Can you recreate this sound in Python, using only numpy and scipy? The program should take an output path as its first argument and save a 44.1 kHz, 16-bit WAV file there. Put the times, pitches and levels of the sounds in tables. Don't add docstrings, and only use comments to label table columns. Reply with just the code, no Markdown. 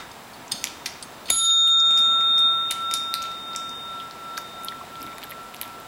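import sys
import numpy as np
from scipy import signal
from scipy.fft import rfft, irfft, next_fast_len
from scipy.io import wavfile
from scipy.ndimage import uniform_filter1d, minimum_filter1d

SR = 44100
rng = np.random.default_rng(int(sys.argv[2]) if len(sys.argv) > 2 else 0)


def bounce(signal):
    frames = np.transpose(np.atleast_2d(signal))
    limited = np.clip(frames, -1, 1)
    pcm = np.round(limited * 32767).astype(np.int16)
    wavfile.write(sys.argv[1], SR, pcm)


def ratio_of_db(decibels):
    return 10 ** (np.asarray(decibels, float) / 20)


N = 258867
T = np.arange(N) / SR
STRIKE_S = 1.3018


def curve(rows):
    return np.interp(T, *np.transpose(rows))


def fall(t, t60):
    return np.exp(-np.log(1000) * t / max(t60, 1e-4))


def band(x, lo_hz, hi_hz):
    return signal.sosfilt(signal.butter(2, [lo_hz, hi_hz], "band", fs=SR, output="sos"), x)


def add(out, s, x):
    i = int(s * SR)
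    out[i:i + len(x)] += x[:N - i]


def add_peak(out, s, db, x):
    add(out, s, ratio_of_db(db) * x / np.abs(x).max())


def coloured(gain_at):
    n = next_fast_len(N)
    x = irfft(rfft(rng.standard_normal(n)) * gain_at(np.fft.rfftfreq(n, 1 / SR) + 1), n)[:N]
    return x / x.std()


def narrow(hz, width_hz):
    return coloured(lambda f: 1 / (1 + (2 * (f - hz) / width_hz) ** 2))


DOME_HZ = (1343.72, 3672.55, 6845.3, 10663.5)
# time in seconds, level in dB, share of the beating twin (0-1), lead of the twin in turns.
HUM_PARTIAL = [(1.31, -36.5, 0.15, 0.), (1.7, -32.5, 0.15, 0.075), (2.15, -27.5, 0.22, 0.037),
               (2.72, -31.5, 0.46, 0.), (3.02, -31.5, 0.35, 0.17), (3.4, -37, 0.46, 0.04),
               (4.13, -39, 0.46, 0.02), (4.87, -42.5, 0.74, 0.018), (5.87, -47.5, 0.53, 0.095)]
TONE_PARTIAL = [(1.309, -23.5, 0.13, -0.0041), (1.355, -28.5, 0.99, 0.031), (1.48, -19, 0.15, 0.0046),
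                (2.019, -16.5, 0.054, 0.), (2.2, -21, 0.1, 0.0047), (2.46, -18.5, 0.23, -0.0054),
                (2.56, -25, 0.29, 0.), (2.72, -25, 0.47, -0.042), (2.8, -31, 0.85, 0.0021),
                (2.98, -30.5, 0.54, -0.015), (3.2, -39.5, 0.078, -0.011), (3.5, -35, 0.26, -0.013),
                (3.9, -43.5, 0.65, 0.), (4.15, -47.5, 0.71, 0.038), (4.65, -50, 0.55, 0.004),
                (4.87, -53.5, 0.46, -0.0041), (5.3, -59, 0.56, 0.), (5.87, -65, 0.65, 0.)]
UPPER_PARTIAL = [(1.309, -27, 0.9, -0.86), (1.326, -28, .6, -.4), (1.355, -30, 0.99, -0.13),
                 (1.49, -26.5, .5, 0.2), (1.58, -31, 0.41, 0.43), (1.674, -39, 0.33, -0.11),
                 (1.76, -36.5, 1, -0.021), (1.84, -41.5, .45, .08), (2.1, -44.5, 0.39, 0.018),
                 (2.451, -69, .5, 0.22)]
# time in seconds, level in dB.
TOP_PARTIAL = [(1.301, -22), (1.306, -26), (1.318, -33), (1.33, -26), (1.375, -25), (1.44, -31), (1.5, -48),
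               (1.68, -58), (1.72, -72)]
# Hz above the partial, a moment in seconds when both cancel.
TWINS = [(2.786, 4.87), (1.405, 4.164), (11.9, 1.76), (13, 1.8)]


def dome():
    t = np.maximum(T - STRIKE_S, 0)
    out = np.zeros(N)
    partials = (HUM_PARTIAL, TONE_PARTIAL, UPPER_PARTIAL, TOP_PARTIAL)
    for hz, rows, (beat_hz, null_s) in zip(DOME_HZ, partials, TWINS):
        level_db = curve([row[:2] for row in rows])
        share, lead = 0.1, 0
        if len(rows[0]) > 2:
            share = curve([(row[0], row[2]) for row in rows])
            lead = curve([(row[0], row[3]) for row in rows])
        twin = np.sin(2 * np.pi * (hz * t + beat_hz * (T - null_s) + lead))
        pair = np.sin(2 * np.pi * hz * t) - np.clip(share, 0, 1) * twin
        if rows is HUM_PARTIAL:
            pair = pair + ratio_of_db(-31) * np.sin(2 * 2 * np.pi * hz * t)
        if rows is TONE_PARTIAL:
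            since_dip = T - 1.46
            pump = np.cos(2 * np.pi * TWINS[2][0] * since_dip) * fall(np.maximum(since_dip, 0), 0.35)
            level_db = level_db - 2.4 * pump
        fade = np.exp(-np.maximum(T - rows[-1][0], 0) / 0.05) * (t > 0)
        out += np.sqrt(2) * ratio_of_db(level_db) * fade * pair
    return out


# start in seconds, hum level in dB, tone level in dB, t60 in seconds.
TOUCHES = [
    (0, -45, -46, 0.41),
    (.519, -52, -52, 5.2),
]


def touches():
    out = np.zeros(N)
    for s, hum_db, tone_db, t60 in TOUCHES:
        hum = ratio_of_db(hum_db) * np.sin(2 * np.pi * DOME_HZ[0] * T)
        tone = ratio_of_db(tone_db) * np.sin(2 * np.pi * DOME_HZ[1] * T)
        out += (hum + tone) * fall(np.maximum(T - s, 0), t60) * (T >= s) * (T < STRIKE_S)
    return out


# Hz, peak in dB.
UNCLAMPED = [(3687, -22), (6844, -22), (10318, -17), (11169, -16), (9713, -26), (15266, -34)]
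SHORT_HZ = (3187, 3620, 4034, 4393, 4780, 8323, 9318, 10290, 11185, 13960, 14970, 15620)
# level in dB, t60 in seconds, width in Hz.
SHORT_MODES = [(-44.5, 1, 66), (-35, 0.7, 330), (-41.5, 1.8, 70), (-47.5, .6, 90), (-44, 1.06, 120),
               (-44, 0.4, 300), (-41, .33, 90), (-28, 0.45, 130), (-35.5, 0.53, 60), (-49, .16, 300),
               (-41, .25, 220), (-49.5, 0.13, 200)]


def clapper():
    t = np.maximum(T - STRIKE_S, 0)
    struck = T >= STRIKE_S
    opening = struck / (1 + (t / 0.0039) ** 8)
    out = ratio_of_db(-19.5) * band(rng.standard_normal(N) * opening, 250, 11500)
    for hz, db in UNCLAMPED:
        out += opening * ratio_of_db(db) * np.sin(2 * np.pi * hz * t)
    for hz, (db, t60, width_hz) in zip(SHORT_HZ, SHORT_MODES):
        out += ratio_of_db(db) * struck * fall(t, t60) * narrow(hz, width_hz)
    return out


# level in dB, t60 in seconds, low edge in Hz, high edge in Hz.
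WASH = [
    (-35.5, 0.95, 4500, 13000),
    (-41.5, .35, 11000, 18000),
    (-40, .5, 1500, 3200),
]


def wash():
    out = np.zeros(N)
    for db, t60, lo_hz, hi_hz in WASH:
        noise = rng.standard_normal(SR) * fall(T[:SR], t60)
        add(out, STRIKE_S, ratio_of_db(db) * band(noise, lo_hz, hi_hz))
    return out


PLUNGER_HZ = (3620, 4450, 4940, 6380, 8450, 9320, 10100, 11300, 15200, 3240)
# width in Hz, level in dB.
PLUNGER_MODES = [(170, 5.5), (200, 7.5), (100, 3.5), (130, 5.5), (150, 2), (60, -2), (120, -11),
                 (80, -12.5), (250, -20), (60, -8)]
# start in seconds, peak in dB, rattle length in seconds, after-ring in dB.
TAPS = [
    (.1146, -34, .004, -40),
    (.333, -39, .014, -25),
    (.5148, -22, .004, -30),
    (.5186, -8, .0035, -21),
    (1.0245, -34, .004, -45),
    (1.2565, -33, .004, -25),
    (1.282, -30, .008, -30),
    (1.2975, -24, .004, -30),
    (1.385, -27, .002, -40),
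    (1.4486, -27, .002, -40),
]


def plunger():
    out, t = np.zeros(N), T[:SR // 4]
    for s, db, length_s, ring_db in TAPS:
        shape = np.exp(-t / max(length_s, 3e-4)) + ratio_of_db(ring_db) * fall(t, 0.74)
        push = rng.standard_normal(len(t)) * shape
        rattle = np.zeros(len(t))
        for hz, (width_hz, mode_db) in zip(PLUNGER_HZ, PLUNGER_MODES):
            rattle += ratio_of_db(mode_db) * signal.lfilter(*signal.iirpeak(hz, hz / width_hz, SR), push)
        add_peak(out, s, db, rattle)
    return out


# time in
# seconds, tick level in dB, tick pitch in Hz, board knock in dB, dry snap in dB.
CLAW_TICKS = [(.6414, -15, 5960, -13, -12), (.6538, -31, 6000, -29, -34), (.678, -55, 8300, -55, -28),
              (.672, -27, 4600, -26, -60), (.859, -22, 5600, -30, -25), (.8615, -20, 5100, -22, -21),
              (.875, -38, 6000, -50, -34), (.9554, -50, 3700, -39, -67), (1.6732, -42, 8630, -42, -37.5),
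              (1.8703, -45, 5420, -44, -62.5), (1.9075, -27, 6240, -35, -53), (1.976, -22, 5820, -32, -37),
              (1.9894, -32.5, 8440, -42.5, -35), (2.2093, -38.5, 5580, -29, -64), (2.381, -23, 5200, -28, -41),
              (2.3907, -31, 8140, -31, -37), (2.4037, -43.5, 8250, -47, -46),
              (2.7097, -15.5, 8100, -21, -31), (2.712, -17.5, 3650, -20, -31), (2.715, -22, 5000, -25, -33),
        (2.723, -30, 8300, -36, -29), (2.741, -37, 6700, -43, -46), (2.9124, -19.5, 5600, -26, -28),
        (2.9388, -13, 8100, -20, -33), (2.944, -25, 4130, -43, -38), (2.9532, -35, 7750, -48, -36),
        (2.971, -38, 8300, -50, -49), (3.1404, -11, 4100, -20.5, -11.5), (3.154, -40, 8300, -41.5, -40),
        (3.2213, -31, 5800, -31, -33), (3.227, -26, 6600, -45, -26), (3.24, -28, 3770, -31, -28),
        (3.2553, -32, 4060, -27.5, -55), (3.3167, -40, 5460, -41, -35), (3.3445, -51, 4500, -45, -60),
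        (3.5325, -35, 4400, -53, -55), (3.551, -38, 4400, -28, -55), (3.562, -20, 6400, -36, -27),
        (3.5895, -35, 5000, -42, -51), (3.694, -29, 5950, -55, -55),
              (4.1106, -27, 4500, -55, -58), (4.337, -55, 4500, -39, -60), (4.3774, -22, 5300, -25, -27.5),
         (4.3783, -36, 5500, -26, -25.5), (4.3863, -37, 6000, -55, -22), (4.635, -40, 8300, -53, -30),
         (4.6473, -42, 8900, -55, -13.5), (4.6849, -15, 3540, -37, -38), (4.7208, -44, 3700, -34, -67),
         (4.8524, -52, 6500, -45, -36), (4.956, -26.5, 3570, -47, -56), (5.0097, -48, 6500, -50, -30),
         (5.0178, -34, 5500, -49, -29.5), (5.0282, -52, 8300, -40, -16), (5.066, -33, 3700, -40, -30),
         (5.1186, -38, 3300, -41, -51), (5.183, -43, 9500, -30.5, -30), (5.2192, -38, 4200, -34, -38),
         (5.2363, -29, 4300, -36, -28), (5.2412, -44, 8300, -39, -25),
              (5.2962, -50, 6500, -55, -24), (5.306, -50, 6500, -50, -27), (5.3113, -35, 3700, -37, -24),
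              (5.318, -49, 3700, -38, -53), (5.5455, -34, 3730, -31, -23), (5.5662, -33, 5160, -44, -46),
              (5.614, -43, 8800, -22.5, -10.5), (5.6156, -39, 4000, -24, -15), (5.622, -39, 6700, -37, -23),
              (5.632, -33, 3680, -31, -60), (5.649, -34, 3660, -55, -51), (5.658, -50, 8300, -55, -31),
              (5.678, -51, 7500, -40, -41), (5.801, -51, 3900, -55, -31), (5.2295, -36, 4000, -31, -50),
              (5.5408, -42, 3800, -38.5, -40), (5.5935, -44, 4000, -43, -60)]


def claws():
    out, t = np.zeros(N), T[:1024]
    hz = np.fft.rfftfreq(len(t), 1 / SR)
    lead = 64

    def bump(centre_hz, octaves):
        return 1 / (1 + np.abs(np.log2((hz + 1) / centre_hz) / octaves) ** 2.5)

    edges = 1 + (1150 / (hz + 1)) ** 4 + (hz / 15500) ** 8
    for s, tick_db, tick_hz, knock_db, snap_db in CLAW_TICKS:
        scratch = 0.25 * rng.standard_normal(len(t)) * np.exp(-t / 0.0008)
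        scratch[0] = 1
        tick = ratio_of_db(tick_db + 22) * bump(tick_hz, 0.06 * tick_hz / 1e3)
        knock = ratio_of_db(knock_db + 24) * bump(2400, 0.62)
        snap = ratio_of_db(snap_db + 11.5) * bump(12600, 0.3)
        colour = (tick + knock + snap) * ratio_of_db(-2) / edges
        add(out, s - lead / SR, np.roll(irfft(rfft(scratch) * colour * -1j), lead))
    return out


# start in seconds, peak
# in dB, centre in Hz, t60 in seconds.
THUMPS = [(0, -32, 1380, 0.26), (0.519, -33, 3800, 0.4), (0.522, -37.5, 170, 0.18),
          (1.286, -31, 1900, 0.06), (1.297, -33, 1100, 0.02), (1.302, -38, 320, 0.02),
          (1.301, -44, 60, 0.06), (0., -36, 4000, .2), (1.33, -47, 190, 0.12), (4.377, -22, 1300, 0.008),
          (5.0, -36, 173, 0.25), (5.04, -39, 240, 0.27)]


def thumps():
    out, t = np.zeros(N), T[:SR // 4]
    for s, db, hz, t60 in THUMPS:
        add_peak(out, s, db, band(rng.standard_normal(len(t)) * fall(t, t60), 0.6 * hz, 1.6 * hz))
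    return out


# start in seconds, peak in dB, centre in Hz, t60 in seconds. Dull scuffs of pads and
SCUFFS = [(.64, -24.5, 2140, 0.055), (.861, -28, 2110, 0.036), (4.684, -18.5, 3550, 0.016),
          (4.72, -30, 1780, .03), (4.81, -31, 1100, 0.047), (4.836, -36.5, 700, 0.044),
          (4.85, -43, 2100, .03), (4.885, -46, 2120, .03), (5.011, -42, 2800, .02), (5.03, -38, 3300, .03),
          (5.07, -39, 2100, 0.078), (5.127, -39, 2150, .04), (5.183, -36, 1090, .03),
          (5.236, -33, 3200, .04), (5.242, -35, 1500, .03), (5.308, -42, 3300, 0.031),
          (5.319, -30.5, 2130, 0.054)]
BURSTS = [(.9545, -34, 2180, .015), (1.026, -27.5, 4560, 0.032), (1.0255, -28.5, 8900, 0.085),
          (1.026, -38, 3220, .04), (1.673, -35, 3150, 0.13), (1.673, -36.5, 9100, 0.14),
          (1.674, -39, 12200, .15), (2.939, -20, 8700, 0.01), (2.95, -38, 8200, .3),
          (3.14, -19.5, 9000, .012), (3.146, -32, 8900, 0.15), (3.534, -37, 4710, .03),
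          (4.371, -27, 3900, 0.025), (4.372, -36.5, 12500, .01), (4.379, -21.5, 1400, 0.019),
          (4.405, -39, 12800, .012), (4.4155, -39, 11800, .012), (5.306, -28, 13000, 0.0074),
          (5.311, -25.5, 13100, .008), (5.432, -40, 10500, .008), (5.56, -37, 11600, .008),
          (5.6225, -29, 11000, .02), (5.627, -32, 12500, .012), (5.637, -36, 12000, .03),
          (5.678, -39, 11100, .01), (1.302, -29.5, 660, 0.0097), (.862, -29, 9400, 0.12),
          (.862, -25, 3930, 0.062), (4.474, -43, 11000, .008), (4.625, -40, 8000, .008),
          (4.691, -39, 10500, .02), (.652, -30, 10400, .04), (5.0, -46, 2500, 0.27),
          (2.713, -25, 4300, 0.056),
          (1.304, -22, 8000, .06), (1.304, -23, 10000, .05), (1.272, -34, 4000, .04),
         (1.287, -27, 3000, .03), (1.302, -20.5, 2180, .01), (2.939, -14.5, 4030, .008),
         (2.945, -35, 10800, 0.23), (2.917, -31, 5200, .015), (2.945, -31, 3900, 0.43),
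         (2.945, -32, 5500, .3), (2.7, -30.5, 2630, .1), (4, -28, 3300, .08), (.646, -32, 6000, .08),
         (.87, -38, 9800, .03), (1.5, -33, 3100, .06), (1.2, -44, 630, .25), (1.385, -29, 8000, .03),
         (1.8, -25, 5600, 0.034), (5.08, -42, 1900, .05), (6.2, -35, 2000, 0.055), (6.6, -35, 6500, .01),
         (1.303, -22, 9200, .02), (4.378, -31, 5500, 0.034), (2.971, -31, 7700, .02),
         (0.48, -33, 6400, .02)]


def scuffs():
    out, t = np.zeros(N), T[:SR // 8]
    width = 1.124
    for s, db, hz, t60 in SCUFFS + BURSTS:
        add_peak(out, s, db, band(rng.standard_normal(len(t)) * fall(t, t60), hz / width, hz * width))
    return out


# start in seconds, length in seconds, level in dB.
RUSTLES = [
    (4.77, .14, -46.5),
    (4.955, 0.19, -45),
    (5.17, 0.19, -44.5),
    (5.597, .14, -42),
]


def rustle():
    grains_per_s, grain_s, spread_db = 160, 0.0024, 5.5
    size = (rng.random(N) < grains_per_s / SR) * ratio_of_db(spread_db * rng.exponential(size=N))
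    grains = signal.lfilter([1], [1, -np.exp(-1 / (grain_s * SR))], size) * rng.standard_normal(N)
    grains = band(grains, 600, 3100)
    swell = sum(ratio_of_db(db) * np.sin(np.pi * np.clip((T - s) / length, 0, 1)) for s, length, db in RUSTLES)
    return swell * grains / grains.std()


# delay in seconds, level in dB.
ECHOES = [(.0032, -7.5), (.008, -16), (0.012, -13.5), (0.03, -22.5)]
# time in seconds, level in dB.
ROOM_SHARE = [(0, -16), (.55, -14.5), (.68, -5), (1.5, 5), (2.6, -4.5), (3.3, -4.5), (4.2, -7.5),
              (5.87, -10.5)]


def room(x):
    t = T[:SR // 2]
    noise = rng.standard_normal(len(t))
    low = signal.lfilter(*signal.butter(1, 5000, fs=SR), noise)
    treble = ratio_of_db(-0.5) * (noise - low)
    tail = low * fall(t, 0.5) + treble * fall(t, 0.13)
    tail *= 1 - np.exp(-t / 0.0014)
    tail *= ratio_of_db(-1.5) / np.sqrt(np.sum(tail ** 2))
    for s, db in ECHOES:
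        tail[int(s * SR)] += ratio_of_db(db)
    return x + signal.fftconvolve(x * ratio_of_db(curve(ROOM_SHARE)), tail)[:N]


# Hz, level in dB.
FLOOR = [(15, -66.5), (25, -19.5), (189, -8), (540, -10), (652, -7.5), (1210, -10), (1310, -8.5),
         (1430, -12), (3470, -19.5), (3760, -17.5), (4080, -20.5), (5950, -25), (7580, -27.5),
         (10300, -27.5), (12900, -32.5), (15700, -26.5)]
# Hz, level in dB.
WHISTLES = [(5055, -73.5), (7558, -63), (15149, -87), (15735, -88)]
# centre in Hz, level in dB, width in Hz.
WHINE = [(239, -56, 45), (717, -55.5, 6.2), (950.5, -54, 16), (4980, -66, 170), (7800, -65, 250),
         (15150, -64, 250)]


def floor():
    hz, db = np.transpose(FLOOR)
    out = ratio_of_db(-40) * coloured(lambda f: ratio_of_db(np.interp(np.log(f), np.log(hz), db)))
    for line_hz, line_db in WHISTLES:
        out += np.sqrt(2) * ratio_of_db(line_db) * np.sin(2 * np.pi * line_hz * T)
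    for line_hz, line_db, width_hz in WHINE:
        out += ratio_of_db(line_db) * narrow(line_hz, width_hz)
    return out


REST_DB = -2.5


def gain_db(dip_db=-13):
    duck_db, hold_s, release_s, dip_s = -7, 0.44, 0.16, 0.05
    t = np.maximum(T - STRIKE_S, 0)
    held = np.clip(t / 0.008, 0, 1) * np.clip((hold_s + release_s - t) / release_s, 0, 1)
    return REST_DB + duck_db * held + dip_db * t / dip_s * np.exp(-t / dip_s)


def scene():
    bell = dome() + touches() + clapper() + wash()
    in_room = room(plunger() + claws() + thumps())
    close = scuffs() + rustle()
    tone = floor()
    rumble = signal.lfilter(*signal.butter(2, 140, fs=SR), tone)
    ducked = ratio_of_db(gain_db()) * (tone - rumble) + ratio_of_db(0.58 * gain_db()) * rumble
    return (bell + in_room + close + ducked)[None]


def band_limit(x):
    return signal.sosfilt(signal.butter(12, 16830, fs=SR, output="sos"), x)


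def record(dry):
    hz, s, bins = signal.stft(dry, SR, nperseg=1024)
    power = np.abs(bins[0]) ** 2
    # 43 dB per octave upwards, 128 downwards
    octaves = np.log2((hz[:, None] + 1) / (hz + 1))
    slope_db = np.where(octaves > 0, 43, -128) * octaves
    spread = ratio_of_db(-24.5 - slope_db) ** 2 * (hz > 3050)
    mask = spread @ minimum_filter1d(power, size=5, axis=1)
    gain = gain_db(-30)
    lowest_db = np.minimum(np.interp(s, T, gain), np.interp(s - 0.09, T, gain))
    spare = ratio_of_db(2.3 * (lowest_db - REST_DB)) ** 2
    bands = uniform_filter1d(uniform_filter1d(power, size=7, axis=0), size=3, axis=1)
    bins[:, bands < spare * mask] *= ratio_of_db(-42)
    treble = power[hz > 11000].sum(axis=0)
    sharp = treble > 14 * np.median(treble)
    bins[:, hz > 15850] *= ratio_of_db(np.where(sharp, -14, -45))
    mix = signal.istft(bins, SR)[1][:, :N]
    return band_limit(mix)


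dry = scene()
out = record(dry)
bounce(out)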